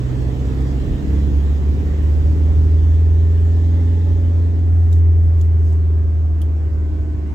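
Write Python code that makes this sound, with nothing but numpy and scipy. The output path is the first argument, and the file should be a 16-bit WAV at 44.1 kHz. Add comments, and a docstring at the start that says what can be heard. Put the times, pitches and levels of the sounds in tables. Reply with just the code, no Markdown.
"""Four-cylinder van engine, heard in the cabin: pulls for four seconds, then the driver eases off. Its firing
note booms in a low cabin air mode near 80 Hz; other orders sweep through cabin and panel modes. Combustion hiss
and a thin turbo whistle fade with the throttle. Behind it: road rumble, tyre roar, body thuds on bumps, mirror
trinkets that click and brush together."""
import sys
import numpy as np
from scipy import signal
from scipy.fft import rfft, irfft
from scipy.io import wavfile
from scipy.ndimage import uniform_filter1d

SR = 44100
rng = np.random.default_rng(int(sys.argv[2]) if len(sys.argv) > 2 else 0)


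def unload_audio(sound):
    """Save the sound as a 16-bit wav file, at the path given as the first command line argument."""
    columns = np.transpose(np.atleast_2d(sound))
    # keep every value between -1 and 1, then stretch to whole-number steps
    steps = np.round(np.clip(columns, -1, 1) * 32767)
    wavfile.write(sys.argv[1], SR, steps.astype(np.int16))


N = 323840
TIME_S = np.arange(N) / SR

# Left-right coherence, clipped to +-1 in use: f/Hz, coherence/1
COHERENCE = [(30, 4), (80, 0.06), (130, 2.05), (250, 0.74), (500, 0.7), (1000, -0.24), (2000, 0),
             (4000, -0.11), (12000, 1.33)]
# Left minus right: f/Hz, level/dB
BALANCE = [(50, -3), (120, 1), (300, -5.5), (700, -1), (1300, -3), (2400, -3), (4400, -0.5), (8000, -1),
           (15000, -16.5)]

# Road roughness: t/s, level/dB
ROUGHNESS = [(0, 4.5), (1.1, 6), (2.35, 6), (3.1, -2.5), (5.2, 0.5), (6.3, -2), (7.34, 2)]
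# Road noise spectra: f/Hz, level/dB
RUMBLE_SPECTRUM = [(15, -31), (30, -25), (40, -9), (52, 0.5), (75, 5.5), (105, 0), (135, -13), (190, -13.5),
                   (280, -14), (400, -20), (520, -36.5), (700, -66.5)]
TYRE_SPECTRUM = [(120, -26.5), (250, -11), (420, -5.5), (520, -11.5), (780, -16), (1000, -16),
                 (1400, -21.5), (1900, -23), (2600, -28.5), (4200, -35.5), (7800, -39), (9600, -60),
                 (12000, -55), (15500, -63)]
# Bumps: centre t/s, width/s, level/dB
ROAD_BUMPS = [(.95, 0.28, -30), (4.25, 0.23, -35), (5.35, 0.32, -28.5), (6.298, 0.16, -32.5),
              (6.895, 0.57, -32)]

# Trinkets brushing: start t/s, length/s, level/dB
BRUSHES = [(4.747, 0.17, -65), (4.884, 0.13, -56), (5.086, 0.36, -67.5), (5.364, 0.12, -61),
           (5.58, 0.21, -59.5)]
# Trinket impacts: t/s, relative level/dB, tock f/Hz, snap gain/dB, left minus right/dB, piece
IMPACTS = [(.607, -44, 3330, 1, 4, "bead"), (4.594, -51, 4000, 1, -5, "bead"),
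           (4.9275, -33.5, 3800, -1, -7, "bead"), (4.929, -41, 3150, -8, 0, "bead"),
           (4.935, -43, 3800, 0, 1, "bead"), (5.354, -55, 3900, 3, -3, "bead"),
           (5.411, -39, 3430, 2, -4, "bead"), (5.413, -43, 2900, 1, -2, "bead"),
           (5.418, -44, 2800, 0, 1, "bead"), (5.692, -52, 3940, 0, -3, "bead"),
           (5.702, -50, 3940, 1, -3, "bead"), (5.714, -52, 3940, 0, -3, "bead"),
           (6.254, -53, 4200, -1, 3, "pendant"), (6.4145, -46, 3170, 5, -6, "pendant"),
           (6.4165, -32, 2980, -3, -8, "pendant"), (6.417, -35, 3450, -12, -6, "pendant"),
           (6.4215, -33, 3200, -13, -6, "pendant"), (6.44, -43, 3170, -10, -5, "pendant")]
# Trinket noise spectra: f/Hz, level/dB
BRUSH_SPECTRUM = [(1200, -30.5), (3000, 1), (5000, -1), (8000, 1), (9700, -17.5), (12500, -6.5),
                  (15500, -18.5)]
SNAP_SPECTRUM = [(1200, -29), (3000, -2.5), (6000, 3), (10500, -5), (15500, -2.5)]
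# Trinket resonances: f/Hz, width/Hz, gain/dB
BEAD_MODES = [(4730, 200, 5), (5850, 300, 6), (6790, 300, 10), (7500, 500, 9), (9000, 250, 5),
              (11800, 300, 8), (12700, 400, 10), (13700, 300, 7)]
PENDANT_MODES = [(5500, 500, 3), (7500, 400, 4), (9220, 550, 16), (12350, 850, 13.5)]

# Firing rate: t/s, f/Hz
FIRING_RATE = [(0, 62), (2.4, 77.5), (3.4, 83), (4.05, 85.5), (5, 83.3), (7.34, 74.6)]
# Throttle: t/s, opening/1
THROTTLE_OPENING = [(0, 0.98), (1.2, 0.97), (1.6, 0.76), (3.3, 0.59), (3.85, 0.68), (4.4, 0.47),
                    (4.8, 0.16), (6.2, 0), (7.34, 0.04)]
# Combustion hiss spectrum, envelope of the engine orders: f/Hz, level/dB
HISS_SPECTRUM = [(260, -24), (450, 0.5), (600, -7.5), (800, -7.5), (1050, -13.5), (1450, -17.5),
                 (1800, -13), (2250, -20), (3500, -17.5), (4400, -24), (7800, -28), (9600, -44),
                 (11500, -41.5), (15800, -45)]
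BLOCK_SPECTRUM = [(30, -27), (60, -9.5), (90, -10.5), (115, -2), (150, -0.5), (210, -1), (290, -0.5),
                  (350, -7.5), (410, -4), (460, -9), (510, -14), (700, -22.5), (1000, -30.5), (1600, -30)]
# Resonances of the cabin air, on the low tones, on the alternator whine: f/Hz, width/Hz, gain/dB
CABIN_MODES = [(251.8, 4.9, 5.5), (301.3, 28, 6), (389.7, 31, 6), (575, 9.4, 11), (772, 49, 8.5),
               (855, 28, 4)]
LOW_MODES = [(55.9, 6.4, 11), (123.1, 15, 11), (209.2, 12, 12), (253.8, 12, 14)]
WHINE_MODES = [(1522, 36, 10.5), (1582, 24, 4)]
# Panels, each shaken by one order (multiple of the firing rate): order/1, f/Hz, width/Hz, gain/dB
PANEL_MODES = [(2, 152.3, 10, 2), (2.5, 175.7, 18, 10), (2.75, 204.5, 13, 10.5), (3.25, 241.3, 14, 11),
               (3.5, 271, 10, 13), (3.75, 318, 13, 7), (4, 268, 43, 7), (4.5, 310, 16, 7), (5, 369, 24, 6)]
# Prominent orders: order/1, pulling gain/dB, coasting gain/dB
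ORDER_GAINS = [(1.25, 2, -4), (1.75, 2.5, -5), (2.25, -4.5, -1.5), (2.5, 1.5, 1.5), (2.75, 1.5, 6),
               (3.25, 2, 1.5), (3.5, 0.5, 5), (3.75, 3.5, -6.5), (4, 4, 7.5), (4.25, 2.5, 5),
               (4.5, 1.5, 2.5), (4.75, 4, 6.5), (5, 5, 3.5), (5.25, 4, 0), (5.75, 0, -4), (6, 2, -5),
               (6.5, 0, -5.5), (6.75, 7.5, 3.5), (7, 6, 1), (7.5, 7.5, 7.5), (8.5, -0.5, 14), (8.75, -3, 9),
               (9, -1, 11.5), (9.25, 5.5, 4.5), (10, 8.5, 3.5)]
# Rasping resonances: f/Hz, width/Hz, level/dB, centre t/s, width/s
RASP_SWELLS = [(280, 100, -38.5, 2.1, .6), (310, 190, -35.5, 4.42, 0.5), (569, 25, -51, 4.0, 1.1),
               (850, 61, -50, 3.98, .5), (740, 58, -50.5, 4.75, 0.45), (715, 30, -54, 6.25, 0.4),
               (688, 35, -56, 7.1, 0.48), (1820, 70, -61.5, 1.4, .45), (1790, 50, -58, 3.55, 1.2),
               (1950, 450, -61, 4.9, 1.6), (1230, 70, -62, 6.2, .9)]
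# Dips and swells of the boom: centre t/s, width/s, gain/dB
BOOM_HUMPS = [(.2, 0.3, -2), (0.597, .3, 1), (0.97, 0.23, -9.5), (1.355, 0.33, 3.5), (1.927, 0.23, -2),
              (4.555, 0.21, -2), (5.006, 0.51, 2)]


def gain(db):
    """dB to amplitude."""
    return 10 ** (np.asarray(db) / 20)


def unit_rms(x):
    """Scale to rms 1."""
    return x / np.sqrt(np.mean(abs(x) ** 2) + 1e-20)


def pan(lean_db):
    """Stereo gains; lean_db is left minus right."""
    return gain(lean_db * np.array([[0.5], [-0.5]]))


def curve(rows):
    """Timed table at every sample."""
    return np.interp(TIME_S, *np.transpose(rows))


def at_hz(rows, hz):
    """Table value at hz, on a log-frequency axis."""
    knots_hz, values = np.transpose(rows)
    return np.interp(np.log(hz + 1), np.log(knots_hz + 1), values)


def drift(rate_hz):
    """Slow random wander, rms 1."""
    knots = rng.standard_normal(4000)
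    return unit_rms(np.interp(TIME_S * rate_hz * 2, np.arange(len(knots)), knots))


def hump(centre_s, width_s):
    """Raised cosine, peak 1, width at half height."""
    return np.cos(np.pi / 2 * np.clip((TIME_S - centre_s) / width_s, -1, 1)) ** 2


def detuning(hz, centre_hz, width_hz):
    """Inverse power response of a resonance: 1 at centre, 2 half a width off."""
    return 1 + (2 * (hz - centre_hz) / width_hz) ** 2


def modes_db(modes, hz):
    """Summed resonance gain at hz."""
    return sum(db / detuning(hz, centre_hz, width_hz) for centre_hz, width_hz, db in modes)


def panels(order):
    """Panel modes shaken by one order."""
    return [row[1:] for row in PANEL_MODES if row[0] == order]


def shaped_noise(spectrum_db, samples):
    """Uncorrelated stereo noise, rms 1, shaped by spectrum_db(hz)."""
    hz = np.fft.rfftfreq(samples, 1 / SR)
    return unit_rms(irfft(rfft(rng.standard_normal((2, samples))) * gain(spectrum_db(hz)), samples))


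def patchy_noise(spectrum, patchy_db):
    """Stereo noise, rms 1, with drifting spectral patches; width and balance vary with frequency."""
    frames, hz = N // 512 + 6, np.fft.rfftfreq(2048, 1 / SR)
    re, im, other_re, other_im, patches = rng.standard_normal((5, frames, len(hz)))
    patches = uniform_filter1d(patches, size=7, axis=0)
    patches = unit_rms(uniform_filter1d(patches, size=12, axis=1))
    coherence = np.clip(at_hz(COHERENCE, hz), -1, 1)
    left = re + 1j * im
    right = coherence * left + np.sqrt(1 - coherence ** 2) * (other_re + 1j * other_im)
    lean = gain(at_hz(BALANCE, hz) / 2)
    bins = np.array([left * lean, right / lean]) * gain(at_hz(spectrum, hz) + patchy_db * patches)
    _, noise = signal.istft(bins.swapaxes(1, 2), nperseg=2048, noverlap=1536)
    return unit_rms(noise[:, :N])


def tone(cycles, rms_db, lean_db=0, left_lag_cycles=0.045):
    """Panned sine, slightly late on the left."""
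    phase_rad = 2 * np.pi * (cycles - np.array([[left_lag_cycles], [0]]))
    return np.sqrt(2) * gain(rms_db) * pan(lean_db) * np.sin(phase_rad)


def order_tone(firings, modes, order, coast_db, pull_gain_db, lean_db):
    """Wavering tone at a multiple of the firing rate; follows the throttle, flares in each mode."""
    db = coast_db + pull_gain_db * curve(THROTTLE_OPENING) + modes_db(modes, order * curve(FIRING_RATE))
    cycles = order * firings + rng.random() + 0.032 * drift(4.7)
    return tone(cycles, db + 0.73 * drift(5), lean_db)


def road(rumble_db=-29, tyre_db=-44, lumps_db=-0.85):
    """Lumpy rumble through the suspension; steadier tyre roar."""
    rough_db = curve(ROUGHNESS)
    rumble = patchy_noise(RUMBLE_SPECTRUM, patchy_db=-1) * gain(rumble_db + rough_db)
    rumble *= unit_rms(gain(lumps_db * drift(6.2)))
    roar = patchy_noise(TYRE_SPECTRUM, patchy_db=1.54)
    return rumble + roar * gain(tyre_db + 0.41 * rough_db + 0.5 * drift(2.8))


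def bumps(thud_hz=44.5, wander_cycles=0.46):
    """Each bump sets the body thudding at one low, unsteady pitch."""
    thud = tone(thud_hz * TIME_S + wander_cycles * drift(5), rms_db=0)
    return thud * sum(gain(db) * hump(centre_s, width_s) for centre_s, width_s, db in ROAD_BUMPS)


def trinket_rustle(grain_db=3):
    """Swinging trinkets brush together: short swells of bright, grainy noise."""
    swell = sum(gain(db) * np.sin(np.pi * np.clip((TIME_S - start_s) / length_s, 0, 1))
                for start_s, length_s, db in BRUSHES)
    return patchy_noise(BRUSH_SPECTRUM, patchy_db=3) * swell * unit_rms(gain(grain_db * drift(230)))


def trinket_clicks(trim_db=-10.5, attack_s=0.0005, crack_t60_s=0.012, ring_t60_s=0.034, cabin_t60_s=0.14):
    """Plastic pieces collide: damped tock, bright snap in the piece's modes, cabin reflections."""
    out, t_s = np.zeros((2, N)), np.arange(SR // 6) / SR
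    attack = np.minimum(t_s / attack_s, 1)
    tock_decay = gain(-3 - 60 * t_s / ring_t60_s)
    snap_decay = sum(gain(db - 60 * t_s / t60_s)
                     for db, t60_s in [(-1, crack_t60_s), (-1, ring_t60_s), (-13, cabin_t60_s)])
    for start_s, db, tock_hz, snap_db, lean_db, piece in IMPACTS:
        modes = BEAD_MODES if piece == "bead" else PENDANT_MODES
        tock = np.sqrt(2) * np.sin(2 * np.pi * (tock_hz * t_s + rng.random((2, 1)) / 4))
        snap = shaped_noise(lambda hz: at_hz(SNAP_SPECTRUM, hz) + modes_db(modes, hz), len(t_s))
        click = attack * (tock * tock_decay + snap * snap_decay * gain(snap_db))
        start = round(start_s * SR)
        out[:, start:start + len(t_s)] += click * gain(db + trim_db) * pan(lean_db)
    return out


def turbo(start_hz=13200, top_hz=14500, spool_s=0.55, lift_off_s=4.17,
          fall_hz_per_s=7200, fall_db_per_s=29, fuzz_hz=90, level_db=-71):
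    """Fuzzy whistle: spools up to top speed, runs down after lift-off."""
    spool_lag = np.exp(-TIME_S / spool_s)
    idle_s = np.maximum(TIME_S - lift_off_s, 0)
    hz = top_hz - (top_hz - start_hz) * spool_lag - fall_hz_per_s * idle_s
    phase_rad = 2 * np.pi * np.cumsum(np.maximum(hz, 0) + 75 * drift(2.5)) / SR
    fuzz = rng.standard_normal((2, N)) + 1j * rng.standard_normal((2, N))
    fuzz = signal.sosfilt(signal.butter(2, fuzz_hz, fs=SR, output="sos"), fuzz)
    whistle = unit_rms((fuzz * np.exp(1j * phase_rad)).real)
    return whistle * gain(level_db - 5 * spool_lag - fall_db_per_s * idle_s) * pan(-4)


def combustion(firings, full_throttle_db=-42, throb=0.039):
    """Engine-bay hiss: pulses with each firing, follows the throttle."""
    pulse = unit_rms(1 + throb * np.cos(2 * np.pi * firings) + 0.027 * np.cos(np.pi * firings))
    hiss = patchy_noise(HISS_SPECTRUM, patchy_db=2.5)
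    return hiss * pulse * gain(full_throttle_db) * curve(THROTTLE_OPENING)


def geared_parts(firings):
    """Drive shaft hums below the firing note; alternator and a gear whine far above."""
    shaft = order_tone(firings, LOW_MODES, order=0.692, coast_db=-46.5, pull_gain_db=15, lean_db=-3.5)
    alternator = order_tone(firings, WHINE_MODES, order=20, coast_db=-70, pull_gain_db=-7, lean_db=-1.5)
    gear = order_tone(firings, [], order=14.5, coast_db=-67, pull_gain_db=-9, lean_db=-1.5)
    return shaft + alternator + gear


def rasps(firings, throb=0.41):
    """Cabin and cover resonances swell in turn, shaken once per engine cycle."""
    out = np.zeros((2, N))
    for centre_hz, width_hz, db, centre_s, width_s in RASP_SWELLS:
        band = shaped_noise(lambda hz: -20 * np.log10(detuning(hz, centre_hz, width_hz)), N)
        out += band * gain(db) * hump(centre_s, width_s)
    return out * unit_rms(1 + throb * np.cos(2 * np.pi * firings / 4))


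def engine_block(firings, coast_db=-36, pull_gain_db=5, waver_depth=0.27, waver_rad=0.27):
    """Unequal cylinders repeat every fourth firing: quarter orders slide through the cabin modes."""
    out = np.zeros((2, N))
    firing_hz, throttle = curve(FIRING_RATE), curve(THROTTLE_OPENING)
    grid_hz = np.arange(1500.)
    body_db = at_hz(BLOCK_SPECTRUM, grid_hz) + modes_db(CABIN_MODES, grid_hz)
    order_db = {order: gains_db for order, *gains_db in ORDER_GAINS}
    for quarter in [3, 5, 6, 7, 9, 10, 11, *range(13, 60)]:  # orders 1-3: boom, overtones
        order = quarter / 4
        hz = order * firing_hz
        open_db, closed_db = order_db.get(order, (0, 0))
        load_db = closed_db + (open_db - closed_db + modes_db(panels(order), hz)) * throttle
        amplitude = gain(body_db[hz.astype(int)] + load_db) * (1 + waver_depth * drift(3))
        coherence = np.clip(at_hz(COHERENCE, hz.mean()), -1, 1)
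        spread_rad = np.arccos(coherence) * rng.choice([-1, 1]) * np.array([[0.5], [-0.5]])
        phase_rad = 2 * np.pi * (order * firings + rng.random()) + waver_rad * drift(5)
        out += amplitude * np.sin(phase_rad + spread_rad)
    return unit_rms(out * pan(-3.6)) * gain(coast_db + pull_gain_db * throttle)


def overtones(firings):
    """Octave and twelfth of the firing note drone under load."""
    octave = order_tone(firings, LOW_MODES + panels(2), order=2,
                        coast_db=-47.5, pull_gain_db=15, lean_db=-5)
    twelfth = order_tone(firings, LOW_MODES, order=3, coast_db=-55.5, pull_gain_db=11, lean_db=-4.5)
    return octave + twelfth


def boom(firings, mode_hz=80.4, width_hz=11.4, in_tune_db=-11.5, coast_s=5.21, fade_db_per_s=3):
    """Firing note: swells near a low cabin mode, leans right under load, fades while coasting."""
    off_tune_db = 10 * np.log10(detuning(curve(FIRING_RATE), mode_hz, width_hz))
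    fade_db = fade_db_per_s * np.maximum(TIME_S - coast_s, 0)
    swells_db = sum(db * hump(centre_s, width_s) for centre_s, width_s, db in BOOM_HUMPS)
    level_db = in_tune_db - off_tune_db - fade_db + swells_db + 0.13 * drift(9)
    return tone(firings, level_db, lean_db=-1.3 * curve(THROTTLE_OPENING))


def scene():
    """Engine layers locked to one crankshaft, plus turbo, road and trinkets."""
    firings = np.cumsum(curve(FIRING_RATE)) / SR
    engine = boom(firings) + overtones(firings) + engine_block(firings)
    engine += rasps(firings) + geared_parts(firings) + combustion(firings)
    return engine + turbo() + road() + bumps() + trinket_clicks() + trinket_rustle()


def record(dry):
    """Low cut and band limit."""
    low_cut_hz, band_edge_hz = 29, 15750
    highpass = signal.butter(4, low_cut_hz, "highpass", fs=SR, output="sos")
    lowpass = signal.firwin(511, band_edge_hz, window=("kaiser", 9), fs=SR)
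    return signal.oaconvolve(signal.sosfilt(highpass, dry), lowpass[None], "same")


dry = scene()
out = record(dry)
unload_audio(out)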